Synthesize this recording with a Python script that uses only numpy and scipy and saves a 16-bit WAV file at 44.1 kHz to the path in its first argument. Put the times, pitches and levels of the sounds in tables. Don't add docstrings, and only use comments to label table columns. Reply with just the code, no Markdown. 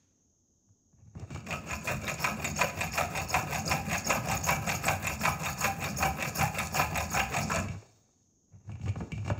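import sys
import numpy as np
from scipy import signal
from scipy.fft import rfft, irfft
from scipy.io import wavfile
from scipy.ndimage import uniform_filter1d

SR = 44100
rng = np.random.default_rng(int(sys.argv[2]) if len(sys.argv) > 2 else 0)


def invert_db(level):
    return 10 ** (np.asarray(level, dtype=float) / 20)


def store_pcm(level_fs):
    pcm = np.round(np.clip(level_fs, -1, 1) * 32767).astype(np.int16)
    wavfile.write(sys.argv[1], SR, np.atleast_2d(pcm).T)


N = 414099
T = np.arange(N) / SR
GROOVED_S = 2.1
CRACK_MODE = (2280, 690, -5)

# pitch_hz, width_hz, level_db
HUM_MODES = [(430, 34, -4.5), (572, 24, -10.5), (695.5, 24, -1), (784.6, 29, -0.5), (850, 30, -2.5),
             (700, 170, -10)]


def saw():
    tooth_hz, pushing, share, (hum, cut, rasp, fizz) = stroke_controls()
    teeth, bite, clicks = passing_teeth(tooth_hz, pushing)
    catches = snags(pushing)

    caught = taps(np.transpose(PULL_SNAGS + PUSH_SNAGS)[0], 0)
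    dig = invert_db(3 * fade(caught, 0.036) - 2.5)
    stall = invert_db(0.5 * fade(caught[::-1], 0.0047)[::-1])
    tearing = cut * unit(unit(bite * grit(2.53, 0.64, 120)) + 0.62 * clicks) * dig * stall
    rasp, fizz = rasp * stall, fizz * stall

    out = invert_db(6) * ring(hum * unit(teeth), HUM_MODES)
    out += band(saw_frame(tearing, catches), 314, 3600)
    out += band(saw_blade(tearing, rasp, bite, clicks, share, pushing, catches), 2100, 12000)
    out += band(tooth_edge(fizz, bite, share, catches), 8500, 17000)
    out += flying_chips(catches)
    return out, invert_db(-20.5) * hum ** 0.33


# start_s, top_tooth_rate_hz, pressure_db, hum_evenness_db
PULLS = [(1.269, 653.7, -18.5, -19), (1.631, 733, -5.5, -7.5), (2.002, 700, -3, -8),
         (2.366, 678.7, -2, -4.5), (2.735, 682.7, -0.5, -4), (3.095, 679.6, -0.8, 0.5),
         (3.465, 706.7, 1.4, -0.5), (3.844, 723, -0.3, 1), (4.223, 760, 1.5, -1), (4.612, 770, 1.5, -2),
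         (4.995, 766.7, -1, -8.5), (5.377, 747.6, -1.4, -2), (5.759, 708.4, -1.7, -1),
         (6.146, 742.8, -2.3, 0.5), (6.52, 775, -1.5, -3), (6.899, 718.4, -1.5, -0.5),
         (7.284, 719.6, 2.5, 0.5)]
# start_s, top_tooth_rate_hz, pressure_db, hum_evenness_db
PUSHES = [(1.435, 622.7, -5, -6.5), (1.807, 622, -2.5, 2.5), (2.168, 731.4, -0.1, -7.5),
          (2.536, 706.5, -1, -10.5), (2.901, 700, 0, -4), (3.268, 729, -0.2, -5), (3.635, 768.5, -1, -2),
          (4.028, 793.5, 0.5, -3), (4.408, 782.5, 0, -3), (4.805, 782.8, -0.3, -1),
          (5.175, 808.4, -0.3, -1), (5.557, 786.3, -1.5, -2), (5.942, 769, -1, 2), (6.324, 780, 0, 2.5),
          (6.699, 794, 1.5, -1), (7.078, 760, 1.5, -1), (7.467, 651, 0.5, 2)]
# top_db, reached_share (0-1), held_until_share (0-1), start_drop_db, end_drop_db
PULL = [
    (-41.5, 0.28, 0.59, 13.5, 13),
    (-33, 0.48, 0.56, 8, 20),
    (-39, 0.58, 0.78, 13, 19.5),
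    (-46, 0.8, 0.72, 12, 27),
]
# top_db, reached_share (0-1), held_until_share (0-1), start_drop_db, end_drop_db
PUSH = [
    (-35, 0.49, 0.5, 23, 22),
    (-27.5, 0.48, 0.51, 20, 33),
    (-37, 0.29, 0.42, 16.5, 20.7),
    (-44.5, 0.19, 0.58, 55, 29),
]
# time_s, fine_chips_db
GROOVE = [
    (1.3, -14),
    (1.9, -3.5),
    (4.5, -1.2),
    (5.7, 1.5),
    (6.6, 0),
    (7.3, -3),
    (7.66, -13),
]


def stroke_controls():
    start, top_hz, press_db, even_db = np.transpose(sorted(PULLS + PUSHES))
    stop_s = 7.665
    turns = np.append(start, stop_s)
    place = np.interp(T, turns, np.arange(len(turns))) % len(start)
    index, share = place.astype(int), place % 1
    pushing = index % 2
    middle = (turns[1:] + turns[:-1]) / 2
    sawing = uniform_filter1d(1. * (T > start[0]) * (T < stop_s), size=800)

    pressure_db = np.interp(T, middle, press_db)
    groove_db = np.interp(T, *np.transpose(GROOVE))
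    extra_db = [np.interp(T, middle, even_db), 0, 0.23 * groove_db, groove_db]
    gains = []
    for pull, push, extra in zip(PULL, PUSH, extra_db):
        db = np.where(pushing, swell(share, *push), swell(share, *pull)) + pressure_db + extra
        gains.append(sawing * invert_db(uniform_filter1d(db, size=300)))

    speed = np.minimum(np.minimum(.2 + 2.4 * share, 1), .55 + 2.5 * (1 - share))
    return top_hz[index] * speed, pushing, share, gains


def swell(share, top_db, reach, hold, start_db, end_db):
    rise = np.clip(1 - share / reach, 0, 1)
    fall = np.clip((share - hold) / (1 - hold), 0, 1)
    return top_db - start_db * rise ** 1.57 - end_db * fall ** 1.57


def passing_teeth(tooth_hz, pushing):
    wobble = np.where(pushing, .045, .12)
    phase = np.cumsum(tooth_hz * (1.02 + wobble * walk(200))) / SR
    hum = np.sin(2 * np.pi * phase) * invert_db(3.6 * walk(120))
    bite = 0.39 + np.exp(-(phase % 1) / 0.18)
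    bite *= invert_db(2.9 * walk(180))
    bite *= invert_db(2.5 * np.cos(2 * np.pi * phase / 8.6))
    tick_gain = invert_db(13 * np.minimum(rng.standard_normal(N), 1.4))
    clicks = unit(np.diff(np.floor(phase), prepend=0) * tick_gain)
    return hum, bite, clicks


# time_s, peak_db, low_modes_rel_db
PULL_SNAGS = [(1.7304, -22, -1.5), (2.079, -15.5, -16), (2.445, -16, -21), (2.8092, -15, -31),
              (3.1746, -18, -15), (3.546, -19.5, -13), (3.9313, -16.5, -24.5), (4.3137, -18, -12.5),
              (4.6917, -12.5, -18), (5.0697, -15, -11), (5.459, -18, -7.5), (5.8405, -19, -8.5),
              (6.2247, -15, -14), (6.585, -16, -26), (6.9764, -17.5, -9.5), (7.3672, -16, -33)]
# time_s, peak_db, low_modes_rel_db
PUSH_SNAGS = [(1.5075, -19, -20), (1.887, -18, -4), (2.243, -11, -5), (2.6126, -9, -3.5),
              (2.977, -12, -6.5), (3.342, -10.5, -5), (3.7146, -11, -6.5), (4.1034, -12, -2.5),
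              (4.4885, -10.5, -5), (4.8817, -9.5, -5.5), (5.2518, -10.5, -3.5), (5.6429, -10.5, -3.5),
              (6.0258, -14.5, 0), (6.411, -13, -3), (6.7934, -19, 5.5), (7.194, -14.5, -5.5),
              (7.5595, -20, -0.5)]
# earlier_s (negative is later), rel_db, low_modes_more_db
PULL_LEADS = [(-0.027, -8, 10.5)]
# earlier_s (negative is later), rel_db, low_modes_more_db
PUSH_LEADS = [(-0.011, -17.5, 1.5)]
# time_s, peak_db, low_modes_rel_db
STRAY_SNAGS = [(1.467, -28.5, -33), (1.526, -21.5, -17), (1.7089, -21, -16), (1.874, -16.5, -10),
               (3.945, -17.5, -3.5), (4.169, -25, 3), (7.17, -17, 0.5), (7.5541, -21, -4),
               (2.093, -19.5, -10), (7.4993, -25.5, 7), (7.515, -20.5, 3.5)]
# time_s, upper_peak_db, low_modes_rel_db
EARLY_SNAGS = [(1.677, -36, -1), (1.699, -31, 4), (1.912, -31, -11), (2.067, -33, -11.5),
               (2.183, -29.5, -16), (2.2204, -29, -1), (2.4213, -30.5, -8), (2.5613, -33, -8.5),
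               (2.588, -25.5, 2.5), (2.6977, -27.5, -10), (2.7729, -30.5, -8), (2.7876, -27, -12),
               (2.8752, -31.5, -10), (2.9317, -26, -13), (2.948, -44, 6), (3.137, -36, -14),
               (3.152, -24, -12), (3.315, -33.5, 2), (3.5102, -33, -7), (3.524, -23, -7.5),
               (3.557, -32.5, -13), (3.8981, -25, -12), (3.9101, -22.5, -8), (4.0794, -35, -0.5),
               (4.268, -39.5, -4.5), (4.2854, -26.5, -9.5), (4.2958, -28.5, -5.5), (4.4713, -26, 1.5),
               (4.6702, -28, -6), (4.6796, -26.5, -8), (4.8396, -24.5, 3), (5.0398, -32, -6),
               (5.0498, -25, -4), (5.2105, -30.5, 4), (5.2362, -19.5, -4.5), (5.4314, -28.5, -5.5),
               (5.4421, -24.5, -8.5), (5.6082, -36, 13), (5.6229, -25, 0.5), (5.8116, -29, -4),
               (5.8223, -24, -5.5), (5.9834, -45, -6), (6.0037, -31, 8), (6.1842, -32, 3.5),
               (6.2054, -22.5, -6.5), (6.3886, -40, 0), (6.3951, -26.5, 2), (6.5483, -28, -4),
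               (6.5974, -22, 1), (6.7467, -30, 6), (6.774, -19.5, -4), (6.8162, -17, -4),
               (6.9564, -19.5, -3.5), (7.1212, -34, 6.5), (7.142, -30.5, 11.5), (7.2312, -37, -2.5),
               (7.3214, -26, -8), (7.3397, -20.5, -5)]


def snags(pushing):
    rows = PULL_SNAGS + PUSH_SNAGS + STRAY_SNAGS
    for main, leads in ((PULL_SNAGS, PULL_LEADS), (PUSH_SNAGS, PUSH_LEADS)):
        for early_s, less_db, more_db in leads:
            rows = rows + [(s - early_s, db + less_db, low_db + more_db)
                           for s, db, low_db in main if s > GROOVED_S]
    rows = rows + [(s, db + 2, low_db - 2) for s, db, low_db in EARLY_SNAGS]
    s, db, low_db = np.transpose(rows)
    pulled_db = 1 - pushing[(s * SR).astype(int)]
    return s, db + pulled_db, low_db - pulled_db


def crack(s, db):
    bounce_s = .0055
    db = db + 13.5
    return taps(s, db) - taps(s + bounce_s, db - 2.5) + taps(s + 2 * bounce_s, db - 5.5)


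# pitch_hz, width_hz, level_db
LOW_MODES = [(559, 138, -2), (760, 177, -2), (1003, 100, -4), (1116, 49, -4), (1266, 53, -2),
             (1468, 84, -8), (1548, 92, -9), (1690, 75, -5.5)]
# pitch_hz, width_hz, level_db
HIGH_MODES = [(2260, 760, -6.5), (2313, 62, 4), (2445, 100, -1), (2754, 152, 1.5), (2696, 42, -8.5),
              (2870, 160, -26.5)]


def saw_frame(tearing, catches):
    s, db, low_db = catches
    rise_s = 0.0018
    low_jolt = blows(s, db + low_db - 5.5, 0.005, rise_s) + invert_db(-2.5) * crack(s, db + low_db)
    high_jolt = blows(s, db - 13.5, 0.011, rise_s) + crack(s, db - 5.5)
    frame = struck(tearing * invert_db(-2.5), LOW_MODES, shift_db=3, rate=40)
    frame += struck(low_jolt, LOW_MODES[2:])
    frame += struck(tearing * invert_db(-7), HIGH_MODES, shift_db=3, rate=40)
    frame += struck(high_jolt, HIGH_MODES + [CRACK_MODE])
    thuds = after(PUSH_SNAGS, [(-.025, -18.5), (.004, -16)])
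    frame += struck(taps(*np.transpose(thuds)), [(460, 42, 0), (578, 69, 0.0051)])
    return frame


# pitch_hz, width_hz, level_db
RASP_MODES = [(3400, 840, -21), (3650, 270, -6.5), (4490, 220, -2), (5340, 410, -1.5), (6340, 530, -6.5),
              (6640, 110, 9), (6825, 540, 1.5), (7430, 510, -2.5), (8203, 130, -0.5)]


def saw_blade(tearing, rasp, bite, clicks, share, pushing, catches):
    s, db, _ = catches
    rasping = rasp * unit(unit(bite * grit(1.6, 1.1, 130)) + 1.1 * clicks)
    dulling = invert_db(-8 * (1.5 - pushing) * np.clip((share - 0.38) / 0.13, 0, 1))
    blade = struck(rasping * invert_db(-4), RASP_MODES[2:-2], shift_db=3, rate=70)
    blade += struck(tearing * invert_db(-24), RASP_MODES[:2], shift_db=2, rate=56)
    blade += struck(rasping * dulling * invert_db(-13.5), RASP_MODES[-2:], shift_db=3.5, rate=64)
    blade += sing(share, rasp * grit(3, 3, 110), end_hz=4699.5, sag_hz=-1200, width_hz=200.5, db=-17.5)
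    blade += struck(blows(s, db - 17.5, 0.0063), RASP_MODES)
    return blade


# pitch_hz, width_hz, level_db
FIZZ_MODES = [(8900, 990, -8.5), (9980, 300, 0.5), (10520, 900, -6), (12050, 430, -1), (13440, 250, 4),
              (13900, 910, -5.5), (15300, 570, 0.5)]
# time_s, peak_db
SNAPS = [(1.8539, -36), (2.0525, -38), (2.2221, -32), (2.4441, -32), (2.5882, -36), (2.6311, -33.5),
         (2.8062, -36), (2.9549, -29), (3.1719, -33), (3.2872, -33.5), (3.361, -33), (3.5096, -35.5),
         (3.5286, -32), (3.5705, -39), (3.6618, -39), (3.6957, -27), (3.7331, -34), (3.8968, -38),
         (3.9157, -37), (3.9302, -33.5), (4.0689, -38), (4.0838, -34.5), (4.256, -37.5), (4.3133, -34.5),
         (4.4545, -31), (4.4545, -36.5), (4.4725, -32.5), (4.5054, -25), (4.6655, -35.5), (4.8381, -37.5),
         (4.8526, -33), (5.0247, -36), (5.0681, -28), (5.2208, -33), (5.2906, -26), (5.4582, -30),
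         (5.5884, -37), (5.6074, -25.5), (5.6558, -31), (5.6767, -33), (5.8399, -30), (5.9681, -42.5),
         (5.983, -32), (5.9925, -29), (6.0718, -30.5), (6.1781, -36.5), (6.223, -29.5), (6.3542, -42),
         (6.3711, -32), (6.428, -30), (6.5448, -36.5), (6.5901, -23), (6.7248, -39), (6.9608, -35),
         (6.9748, -25.5), (7.1294, -32), (7.303, -41), (7.5016, -41)]


def tooth_edge(fizz, bite, share, catches):
    s, db, _ = catches
    fizzing = fizz * unit(bite ** 0.6 * grit(2.9, 0.49, 120))
    edge = struck(fizzing * invert_db(-0.5), FIZZ_MODES, shift_db=3, rate=45)
    edge += sing(share, fizz * grit(3, 3, 90), end_hz=15501.5, sag_hz=1499.5, width_hz=247.5, db=-9.5)
    snap_s, snap_db = np.transpose(SNAPS)
    edge += struck(blows(snap_s, snap_db + 1, .001), FIZZ_MODES)
    edge += struck(blows(s, db - 25, 0.0021), FIZZ_MODES)
    return edge


def sing(share, force, end_hz, sag_hz, width_hz, db):
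    hz = end_hz - sag_hz * np.clip(1 - np.abs(share - .55) / .35, 0, 1)
    slow = signal.lfilter(*signal.butter(2, width_hz, fs=SR), force) * np.sqrt(SR / width_hz)
    return invert_db(db) * slow * np.cos(2 * np.pi * np.cumsum(hz) / SR)


# time_s, peak_db, pitch_hz
GLINTS = [(1.7118, -28, 7000), (2.0673, -30.5, 3650), (2.219, -29, 5460), (2.4507, -24.5, 7020),
          (2.5602, -27.5, 6500), (2.814, -31.5, 3760), (2.9196, -30.5, 6800), (2.937, -25.5, 5340),
          (3.292, -27, 6700), (3.302, -22.5, 5240), (3.5946, -26.5, 6600), (3.6582, -25.5, 6620),
          (3.6753, -22, 4860), (3.7087, -25.5, 5420), (3.978, -22.5, 6670), (4.0455, -28.5, 5356),
          (4.069, -20.5, 6600), (4.0967, -20, 6640), (4.3693, -21.5, 6676), (4.437, -20, 6580),
          (4.4549, -22.5, 6622), (4.749, -24.5, 6735), (4.853, -22, 7867), (5.073, -23, 7000),
          (5.6082, -20, 6732), (5.9684, -27, 6640), (5.9835, -24, 6597), (6.3566, -29.5, 6530),
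          (7.102, -29, 6640), (7.1306, -22, 6617)]
# after_catch_s, peak_db, pitch_hz
PULL_RINGS = [
    (-.004, -32, 7940),
    (.003, -33, 3690),
    (.003, -37, 6800),
    (0.016, -42, 4500),
]
# after_catch_s, peak_db, pitch_hz
PUSH_RINGS = [
    (-.064, -37, 5400),
    (-.041, -31, 5350),
    (-.04, -42.5, 4500),
    (-.034, -32, 6750),
    (-.008, -36, 5400),
    (.002, -34, 4500),
]


def flying_chips(catches):
    s, db, _ = catches
    thrown = list(zip(s, db - 25.5, 6750 + 250 * rng.standard_normal(len(s))))
    rings = after(PULL_SNAGS, PULL_RINGS) + after(PUSH_SNAGS, PUSH_RINGS)
    return pings(GLINTS + thrown + rings, .0007, 0.0067)


def after(catches, rule):
    rows = [(s + row[0], *row[1:]) for s, *_ in catches if s > GROOVED_S for row in rule]
    chance = rng.standard_normal((len(rows), 2))
    return [(s + 0.0016 * late, db + 2.5 * more, *rest)
            for (s, db, *rest), (late, more) in zip(rows, chance)]


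def pings(table, tick_s, ring_s):
    out, age = np.zeros(N), np.arange(1500) / SR
    noise = rng.standard_normal((len(table), 2, len(age)))
    for (s, db, hz), (tick, rough) in zip(table, noise):
        push = rough * np.minimum(age / .002, 1) * np.exp(-age / ring_s)
        tone = signal.lfilter(*signal.iirpeak(hz, 30, SR), push)
        tone = signal.lfilter(*signal.iirpeak(hz, 8, SR), tone)
        ping = 0.64 * tone / np.abs(tone).max() + .015 * tick * np.exp(-age / tick_s)
        start = int(s * SR)
        out[start:start + len(age)] += invert_db(db) * ping
    return band(out, 3000, 15000)


# time_s, peak_db, low_modes_rel_db, bench_rel_db
KNOCKS = [(0.688, -90, 17, 28), (0.927, -84.5, 14, 32.5), (0.9845, -87, 13, 38), (1.0552, -82, 1, 34.5),
          (1.1512, -67.5, 18.5, 36), (1.1963, -51, -6, 11.5), (1.236, -72, 22, 8), (1.304, -40, -2, 8),
          (1.312, -44, -5, -4), (1.319, -44, -10, -3), (1.332, -47.5, -14, -8), (1.347, -35, -6, -8),
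          (1.358, -46, 10, -6), (1.373, -40, -6, -1), (1.405, -46, -5, -5), (7.6845, -29.5, -25, 1),
          (7.717, -41, -13, -4), (7.7481, -51, 6, 13), (8.088, -76, 10, 10), (8.6767, -62, -2, -3),
          (8.693, -51, 6, 11), (8.717, -42.5, -11, -7), (8.754, -47, -4, 4), (8.796, -52, -3, 16.5),
          (8.814, -42, -13, -4), (8.859, -36, -8, -12), (8.8808, -32, -17, -4), (8.89, -32.5, -16, -9),
          (8.957, -42.5, 5.5, 14), (9.0016, -44, -5, 18), (9.0059, -41.5, 8.5, 15.5),
          (9.119, -27.5, -19, 2.5), (9.178, -37.5, -8, 2.5), (9.2265, -52, 1, 4), (9.248, -40, -5, 3),
          (9.26, -39, -1, 1), (9.278, -28.5, -6.5, -6), (9.3001, -29.5, 5.5, 7.5), (9.3782, -39.5, -12, 10)]
# pitch_hz, width_hz, level_db
THUD_MODES = [(262, 74, 2), (415, 230, 2), (610, 127, 3), (760, 290, -3)]
# pitch_hz, width_hz, level_db
CHUCK_BODY = [(231, 62, 2), (334, 79, 2.5), (446, 120, -3), (615, 200, -14.5)]


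def handling():
    s, db, low_db, _ = np.transpose(KNOCKS)
    low = db + low_db
    rasp_db = np.where(s < 1.25, 6, np.where(s < 1.45, -3.5, -10.5))
    rub = hand_gain(column=2) * grit(1.5, 4.3, 80)

    low_force = rub * invert_db(-16.5) + blows(s, low - 11.5, 0.0038) + band(taps(s, low + 21), 300, 1600)
    frame = struck(low_force, LOW_MODES + [(1900, 200, -21), (1250, 920, -15)])
    frame += struck(rub * invert_db(-0.5) + blows(s, low - 3, 0.016), THUD_MODES)
    chuck_ring = [(219, 24, -1), (304, 41, 3), (401, 47, -4.5), (505, 77, -6)]
    frame += struck(taps(s, low + 16), chuck_ring)
    high_force = rub * invert_db(-15) + blows(s, db - 9.5, 0.016) + taps(s, db + 11.5)
    frame += struck(high_force, HIGH_MODES[1:-1])
    frame += struck(taps(s, db - 7), [CRACK_MODE])
    jaw_shifts = [(8.957, -44), (9.006, -33), (9.038, -41), (9.3, -38), (9.33, -45)]  # s, dB
    frame += struck(blows(*np.transpose(jaw_shifts), 0.032), CHUCK_BODY)

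    scrape = hand_gain(column=3) * grit(2.5, 1.4, 80) * invert_db(4.5) + blows(s, db + rasp_db, 0.0027)
    blade = struck(scrape, RASP_MODES + [(3300, 1100, -12)])
    return band(frame, 170, 2660) + band(blade, 2400, 8400) + invert_db(-21) * struck(scrape, FIZZ_MODES)


# time_s, held_s, bench_boom_db, frame_rub_db, blade_rub_db
HANDS = [(.69, 0.018, -66, -93, -99), (.99, 0.0089, -50.5, -66.5, -103), (1.06, 0.032, -55, -70.5, -91),
         (1.18, 0.048, -46, -55, -70), (1.26, 0.03, -66, -67, -85), (1.33, 0.026, -38.5, -69, -60),
         (7.62, 0.038, -48, -48, -79), (7.712, 0.017, -38, -46.5, -61), (8.53, 0.071, -54, -70.5, -95),
         (8.68, 0.06, -43, -52.5, -73.5), (8.83, 0.066, -34, -47.5, -64), (8.985, 0.017, -44, -50, -64.5),
         (9.04, 0.12, -54, -58, -71), (9.15, 0.063, -40.5, -57, -72), (9.26, 0.038, -37, -48, -58.5),
         (9.375, .03, -36, -59, -74)]


def hand_gain(column):
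    def touch(s, held, db, release_db_per_s):
        grip = 491 * np.maximum(s - T, 0)
        release = release_db_per_s * np.maximum(T - s - held, 0)
        return invert_db(db - grip - release)
    hands = sum(touch(row[0], row[1], row[column + 1], 392) for row in HANDS)
    return hands + touch(7.78, 0, (-62, -60, -65)[column - 1], 48.5)


# pitch_hz, width_hz, level_db
BENCH_MODES = [(66, 19.5, -1), (95, 18, 1), (123.6, 13, 2), (158.2, 19.7, 1.5), (213.8, 18.9, 1),
               (276, 700, -12)]
# pitch_hz, width_hz, level_db
LEAN_MODES = [(73.7, 24, -12.5), (103, 21, 8.5), (126.5, 29, -8), (153, 23, -22), (214, 36, -10.5)]


def bench(shove):
    s, db, _, bench_db = np.transpose(KNOCKS)
    knocks = np.zeros(N)
    knocks[(s * SR).astype(int)] = invert_db(db + bench_db + 24.5)
    knocks = np.convolve(knocks, np.hanning(150) / 60)[:N]
    boom = struck(shove * grit(2.2, 1, 22), BENCH_MODES, shift_db=2.5, rate=15)
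    boom += struck(knocks, BENCH_MODES)
    lean = hand_gain(column=1) * invert_db(5) * rng.standard_normal(N)
    boom += band(struck(lean, LEAN_MODES), 60, 210)
    return band(band(boom, 38, 337), 42, 910)


# time_s, pitch_hz, level_db
SQUEAK = [
    (7.77, 13940, -100),
    (7.785, 14500, -90),
    (7.81, 15650, -95),
    (7.869, 15750, -98),
    (7.92, 14730, -91),
    (7.95, 14700, -90),
    (7.99, 15400, -82),
    (8.045, 14150, -95),
    (8.055, 14000, -105),
]


def squeak():
    s, hz, db = np.transpose(SQUEAK)
    hz = uniform_filter1d(np.interp(T, s, hz), size=500)
    level = invert_db(np.interp(T, s, db, -140, -140))
    return np.sqrt(2) * level * np.sin(2 * np.pi * np.cumsum(hz) / SR)


def room(x):
    t60_s, early_s = 0.59, 0.05
    age = np.arange(SR) / SR
    late = signal.lfilter(*signal.butter(1, 5000, fs=SR), rng.standard_normal(SR))
    tail = late * np.exp(-np.log(1000) * age / t60_s)
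    tail += invert_db(5.5) * rng.standard_normal(SR) * np.exp(-age / early_s)
    tail *= np.minimum(age / 0.015, 1)
    return invert_db(-9.5) * signal.fftconvolve(x, tail / np.linalg.norm(tail))[:N]


# pitch_hz, level_db (per Hz)
SHOP = [(25, -16), (45, -0.5), (65, -12.5), (88, 5), (110, -6.5), (230, -2), (400, -13), (900, -26),
        (2400, -46), (3150, -34.5), (4600, -37.5), (6550, -8), (9200, -60.5), (11500, -38), (14000, -49)]


def shop():
    hz, db = np.transpose(SHOP)
    f = np.fft.rfftfreq(N, 1 / SR) + 1
    colour = invert_db(np.interp(np.log(f), np.log(hz), db))
    noise = irfft(rfft(rng.standard_normal(N)) * colour, N)
    echo = invert_db(-71) * band(rng.standard_normal(N), 540, 4500) * np.exp(-T / 0.13)
    return unit(noise) * invert_db(-70 + 0.46 * walk(0.64)) + echo


def unit(x):
    return x / np.sqrt(np.mean(x ** 2))


def walk(rate):
    count = int(T[-1] * rate) + 2
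    return 1.2 * np.interp(T * rate, np.arange(count), rng.standard_normal(count))


def fade(x, time_s):
    return signal.lfilter([1], [1, -np.exp(-1 / (time_s * SR))], x)


def grit(scatter_db, patch_db, patch_rate):
    grains = rng.standard_normal(N) * invert_db(scatter_db * np.minimum(rng.exponential(1, N), 4.5))
    return unit(grains * invert_db(patch_db * walk(patch_rate)))


def taps(times, db):
    out = np.zeros(N)
    np.add.at(out, (times * SR).astype(int), invert_db(db))
    return out


def blows(times, db, chatter_s, rise_s=1e-5):
    out, age = np.zeros(N + 3000), np.arange(3000) / SR
    shape = np.exp(-age / chatter_s) * np.minimum(age / rise_s, 1)
    bursts = np.tanh(2 * rng.standard_normal((len(times), len(age)))) * shape
    for s, gain, burst in zip(times, invert_db(db), bursts):
        start = int(s * SR)
        out[start:start + len(age)] += gain * burst
    return out[:N]


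def ring(x, modes, shift_db=0, rate=50):
    out = 0
    for k, (hz, width_hz, db) in enumerate(modes):
        drive = x * invert_db(shift_db * walk(rate)) if shift_db else x
        mode = signal.lfilter(*signal.iirpeak(hz, hz / width_hz, SR), drive)
        out = out + (-1) ** k * invert_db(db) * mode
    return out


def struck(force, modes, shift_db=0, rate=50):
    power = sum(np.pi * width_hz * invert_db(2 * db) / SR for _, width_hz, db in modes)
    return ring(force, modes, shift_db, rate) / np.sqrt(power)


def band(x, low_hz, high_hz):
    return signal.sosfilt(signal.butter(2, [low_hz, high_hz], "band", fs=SR, output="sos"), x)


def scene():
    cutting, shove = saw()
    near = cutting + handling()
    return (near + room(near) + bench(shove) + squeak() + shop())[None]


def roll_off(x):
    return signal.sosfilt(signal.butter(12, 16510, fs=SR, output="sos"), x)


def record(dry):
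    low_pass = signal.ellip(10, .3, 70, 15720, fs=SR, output="sos")
    mix = signal.sosfilt(low_pass, dry)
    return roll_off(mix)


dry = scene()
out = record(dry)
store_pcm(out)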